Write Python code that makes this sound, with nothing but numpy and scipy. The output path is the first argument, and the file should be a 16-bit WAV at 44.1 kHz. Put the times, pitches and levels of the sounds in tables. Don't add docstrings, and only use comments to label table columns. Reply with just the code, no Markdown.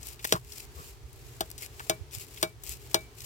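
import sys
import numpy as np
from scipy import signal
from scipy.fft import rfft, irfft, next_fast_len
from scipy.io import wavfile
from scipy.ndimage import map_coordinates

SR = 44100
rng = np.random.default_rng(int(sys.argv[2]) if len(sys.argv) > 2 else 0)


def master_out(mix):
    frames = np.transpose(np.atleast_2d(mix))
    ceiling = np.clip(frames, -1, 1)
    pcm = np.round(ceiling * 32767).astype(np.int16)
    wavfile.write(sys.argv[1], SR, pcm)


N = 143325
SNAP_S = .0002
SIDES = [
    [.5],
    [-.5],
]


def amp(db):
    return 10 ** (np.asarray(db) / 20)


def unit(x):
    return x / np.sqrt(np.mean(x ** 2) + 1e-20)


def along(points, hz):
    f, v = np.transpose(points)
    return np.interp(np.log(hz + 1), np.log(f + 1), v)


def filtered(x, response):
    n = x.shape[-1]
    m = next_fast_len(n + 4096)
    return irfft(rfft(x, m) * response(np.fft.rfftfreq(m, 1 / SR)), m)[..., :n]


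def bell(hz, centre_hz, octaves):
    return 1 / (1 + (np.log2((hz + 1) / centre_hz) / octaves) ** 2)


def band(n, centre_hz, octaves):
    return unit(filtered(rng.standard_normal(n), lambda hz: bell(hz, centre_hz, octaves)))


def wobble(rate):
    return map_coordinates(rng.standard_normal(int(N * rate / SR) + 4), [np.arange(N) * rate / SR])


def fade(t, t60, attack):
    return np.exp(-np.log(1000) * t / t60) * (1 - np.exp(-t / attack))


def swell(peak, rise, fall):
    t = np.arange(N) / SR - peak
    return np.exp(-.5 * (t / np.where(t < 0, rise, fall)) ** 2)


def ring(t, modes, stretch, attack):
    return sum(amp(db) * np.sin(2 * np.pi * (hz * t + rng.random())) * fade(t, t60 * stretch, attack)
               for hz, db, t60 in modes)


def add(track, s, sound):
    part = track[..., round(s * SR):][..., :sound.shape[-1]]
    part += sound[..., :part.shape[-1]]


def diffuse(spectrum, n):
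    # f/Hz, coherence
    coherence = [(50, 0.26), (130, 0.88), (300, 0.9), (480, 0.94), (1000, 0.033), (3000, 0.14)]

    def mid_side(hz):
        angle = np.arccos(np.clip(along(coherence, hz), -1, 1)) / 2
        return amp(along(spectrum, hz)) * [np.cos(angle), np.sin(angle)]

    mid, side = filtered(rng.standard_normal((2, n)), mid_side)
    return unit(np.array([mid + side, mid - side]))


def from_left(x, lead_s=0.0003536):
    # f/Hz, level/dB
    pan = [(300, -2), (650, 3.5), (1100, 2), (2200, 2), (3000, 5.5), (4200, 2.5), (9000, 7), (14000, 11)]
    sides = np.array(SIDES)
    return filtered(x, lambda hz: amp(sides * along(pan, hz)) * np.exp(2j * np.pi * hz * sides * lead_s))


def background():
    # f/Hz, level/dB
    rumble_colour = [(26, -58), (34, -25), (43, 0), (65, 1), (90, -5.5), (120, 0), (160, -15), (230, -46),
                     (400, -33), (900, -70)]
    air_colour = [(100, -25), (230, -1.5), (320, 0), (410, 8), (520, -7.5), (800, -4.5), (1500, -9),
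                  (3500, -11), (6500, -14), (10000, -19.5), (15000, -22)]
    # t/s, level/dB, length/s, f/Hz, left over right/dB
    puffs = [(0.07, -48, 0.065, 62.5, -1), (0.78, -40, 0.014, 71, 7.5), (1.05, -40, 0.014, 64.7, -7),
             (2.02, -39.5, 0.0068, 82, -22.5), (2.178, -45, 0.0054, 106, -27),
             (2.709, -42.5, 0.018, 65, -12)]
    t = np.arange(N) / SR
    breeze = sum(amp(db + np.array(SIDES) * pan_db) * swell(s, length, length)
                 * np.sin(2 * np.pi * hz * (t - s)) for s, db, length, hz, pan_db in puffs)
    rumble = amp(-51.5 + 0.87 * wobble(rate=8.91)) * diffuse(rumble_colour, N)
    air = amp(-56.5 + 1.5 * wobble(rate=4.7)) * diffuse(air_colour, N)
    return breeze + rumble + air


def rustle(grains_per_s=650, spread_db=5, flutter_db=2.3):
    # peak t/s, rise/s, fall/s, level/dB, crackle over hiss/dB, hiss left over right/dB
    strokes = [(.08, 0.037, 0.038, -45.5, -1.5, 5.5), (0.294, 0.041, 0.048, -43, 0, 1.5),
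               (0.593, 0.078, 0.034, -46.5, -3, 4.5), (.87, 0.095, 0.039, -49.5, -6.5, 1),
               (1.4, 0.23, 0.14, -58, -5, 3), (1.633, 0.019, 0.022, -43.5, -1, 5.5),
               (1.85, 0.081, 0.079, -51, -11, 4.5), (2.146, 0.016, 0.019, -43, 0, 6.5),
               (2.213, 0.022, 0.019, -45.5, -1, 5.5), (2.41, 0.087, 0.053, -50, -2.5, 4),
               (2.709, 0.04, 0.027, -42.5, -1, 6.5), (2.92, 0.12, 0.079, -54, -1.5, 3.5),
               (3.225, 0.036, 0.069, -47.5, -0.5, 5)]
    # f/Hz, level/dB
    colour = [(300, -7), (1600, -9), (2500, 3), (3400, -2.5), (5300, 2.5), (6000, -1.5), (7200, 4.5),
              (9800, -2.5), (12000, 1), (15000, -2.5)]
    sizes = rng.standard_normal(N) * amp(spread_db * np.clip(rng.standard_normal(N), -2, 2))
    catches = sizes * (rng.random(N) < grains_per_s / SR)
    grains = unit(filtered(catches, lambda hz: amp(along(colour, hz))))
    hiss, crackle = diffuse(colour, N), unit(from_left(grains))
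    out = np.zeros((2, N))
    for s, rise, fall, db, crackle_db, pan_db in strokes:
        texture = amp(np.array(SIDES) * pan_db) * hiss + amp(crackle_db) * crackle
        out += amp(db) * swell(s, rise, fall) * texture
    return out * amp(flutter_db * wobble(rate=130))


def ticks():
    # t/s, level/dB, t60/s, centre f/Hz, width/octaves
    clicks = [(.0298, -36.5, 0.031, 6400, 0.57), (0.07, -27, .01, 8130, 1.7),
              (0.086, -31.5, 0.015, 8000, 1.5), (0.1926, -41.5, 0.06, 2500, 0.73),
              (.2440, -22, 0.031, 1640, 2.6), (0.25, -19.5, 0.02, 1290, 2.5),
              (0.2725, -28.5, 0.019, 10000, 0.96), (0.2917, -36.5, 0.028, 4000, 1.4),
              (0.521, -36, 0.035, 4950, 0.48), (1.130, -44.5, 0.021, 10000, 1),
              (1.503, -27, 0.004, 8700, 1.5), (1.5142, -26.5, 0.007, 7150, 0.97),
              (1.579, -38, 0.075, 5700, 0.9), (1.6221, -29.5, 0.018, 5070, 2.7),
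              (1.628, -41, 0.076, 2220, 0.23), (1.7956, -28.5, 0.012, 2500, 0.79),
              (1.802, -31.5, 0.033, 1300, 0.37), (2.110, -45, .02, 4900, 0.68),
              (2.373, -40.5, 0.069, 2820, 0.76), (2.6357, -34.5, 0.039, 6600, 2.6),
              (2.6935, -21.5, 0.0086, 10000, 0.89), (3.2046, -35, 0.023, 4700, 0.87)]
    out, t = np.zeros(N), np.arange(SR // 10) / SR
    impulse = signal.unit_impulse(len(t), round(SNAP_S * SR))
    for s, db, t60, centre_hz, octaves in clicks:
        snap = filtered(impulse, lambda hz: bell(hz, centre_hz, octaves))
        tail = band(len(t), centre_hz, octaves) * fade(t, t60, attack=0.00044)
        add(out, s, amp(db) * (tail + amp(-1) * snap / snap.max()))
    return from_left(out)


def contact_crack(t, snap_db=11, chatter_db=-9):
    # f/Hz, level/dB
    colour = [(200, -31), (700, 4), (1300, 1.5), (2000, -5), (2900, 0.5), (4200, 5.5), (6300, 0.5),
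              (9500, -4), (15000, -8)]
    burst = fade(t, t60=0.011, attack=0.00011)
    chatter = amp(chatter_db) * fade(t, t60=0.061, attack=0.00016)
    contact = (burst + chatter) * rng.standard_normal(len(t))
    contact[round(SNAP_S * SR)] += amp(snap_db)
    return filtered(contact, lambda hz: amp(along(colour, hz)))


def steel_ring(t, t60, waver_rad=0.25):
    # f/Hz, level/dB, share of t60
    modes = [(2299, 1, 1), (3803, -2, 0.6), (5550, -14, .4), (8300, -8, .25)]
    return sum(amp(db) * np.sin(2 * np.pi * hz * t + waver_rad * wobble(rate=170)[:len(t)])
               * fade(t, share * t60, attack=0.00034) for hz, db, share in modes)


def blows(thud_cycles=8.2, body_lag_s=0.00072):
    # t/s, crack/dB, thud/dB, thud f/Hz, pipe/dB, pipe decay stretch, clack/dB, steel/dB, steel t60/s
    hits = [(0.3238, -15.5, -11.5, 443, -21.5, 0.74, -30, -70, .08),
            (0.3545, -56, -31, 930, -32, 0.49, -44, -62, 0.055),
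            (1.4075, -26, -16, 732, -26.5, 0.66, -31, -82, .08),
            (1.8973, -20, -18.5, 680, -23, 0.95, -28, -34.5, 0.16),
            (2.4280, -18, -23.5, 650, -22.5, 0.95, -32, -33.5, 0.17),
            (2.9445, -16, -24.5, 560, -23, 0.99, -28.5, -36, 0.27)]
    # f/Hz, level/dB, base t60/s
    wall_modes = [(3025, 0, .045), (3305, -1, .065), (3467, -1, .06), (3650, 1, .055), (4700, -5, .035),
                  (5350, -6, .04), (6370, -3, .04), (8590, -5, .04), (14560, -4, .04)]
    pipe_modes = [(113.4, -17, 0.27), (175.6, -12.5, 0.18), (344.2, 0.5, 0.094), (423.4, -5, 0.12),
                  (635.5, 2.5, 0.12), (802, -4, 0.096), (1064, -11.5, 0.13), (1230, -6.5, 0.064),
                  (1444, -8.5, 0.11), (1670, -3, 0.06)]
    # f/Hz, level/dB
    ground_colour = [(80, -23), (220, -3), (400, -0.5), (850, 2), (1500, 1), (2100, -9), (3600, -9),
                     (5000, -21), (15000, -31)]
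    direct, around, t = np.zeros(N), np.zeros((2, N)), np.arange(SR // 2) / SR
    for s, crack_db, thud_db, thud_hz, pipe_db, stretch, clack_db, steel_db, steel_t60 in hits:
        crack = amp(crack_db + 6) * contact_crack(t)
        clack = amp(clack_db - 6.5) * ring(t, wall_modes, stretch=1, attack=0.00025)
        thud_envelope = fade(t, thud_cycles / thud_hz, attack=0.0013)
        thud = 2 * amp(thud_db) * np.sin(2 * np.pi * thud_hz * t) * thud_envelope
        pipe = amp(pipe_db - 3) * ring(t, pipe_modes, stretch, attack=0.00069)
        steel = amp(steel_db) * steel_ring(t, steel_t60)
        scatter = fade(t, t60=.11, attack=0.00077) * diffuse(ground_colour, len(t))
        add(direct, s, crack + clack + steel)
        add(direct, s + body_lag_s, thud + pipe)
        add(around, s, amp(crack_db - 13.5) * scatter)
    return from_left(direct) + around


def pipe_settling():
    # t/s, level/dB, length/s, f/Hz
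    bumps = [(0.345, -34, 0.0055, 130), (0.355, -33.5, 0.012, 1130), (0.782, -55, 0.021, 466),
             (0.789, -52, 0.027, 1200), (0.801, -43, 0.0079, 125)]
    return from_left(sum(amp(db) * swell(s, length / 2, length) * band(N, hz, octaves=0.23)
                         for s, db, length, hz in bumps))


def scene():
    return blows() + ticks() + rustle() + pipe_settling() + background()


def record(dry):
    ceiling, top_hz = .92, 15900
    rounded = dry / (1 + np.abs(dry / ceiling) ** 6) ** (1 / 6)
    return filtered(rounded, lambda hz: hz < top_hz)


dry = scene()
out = record(dry)
master_out(out)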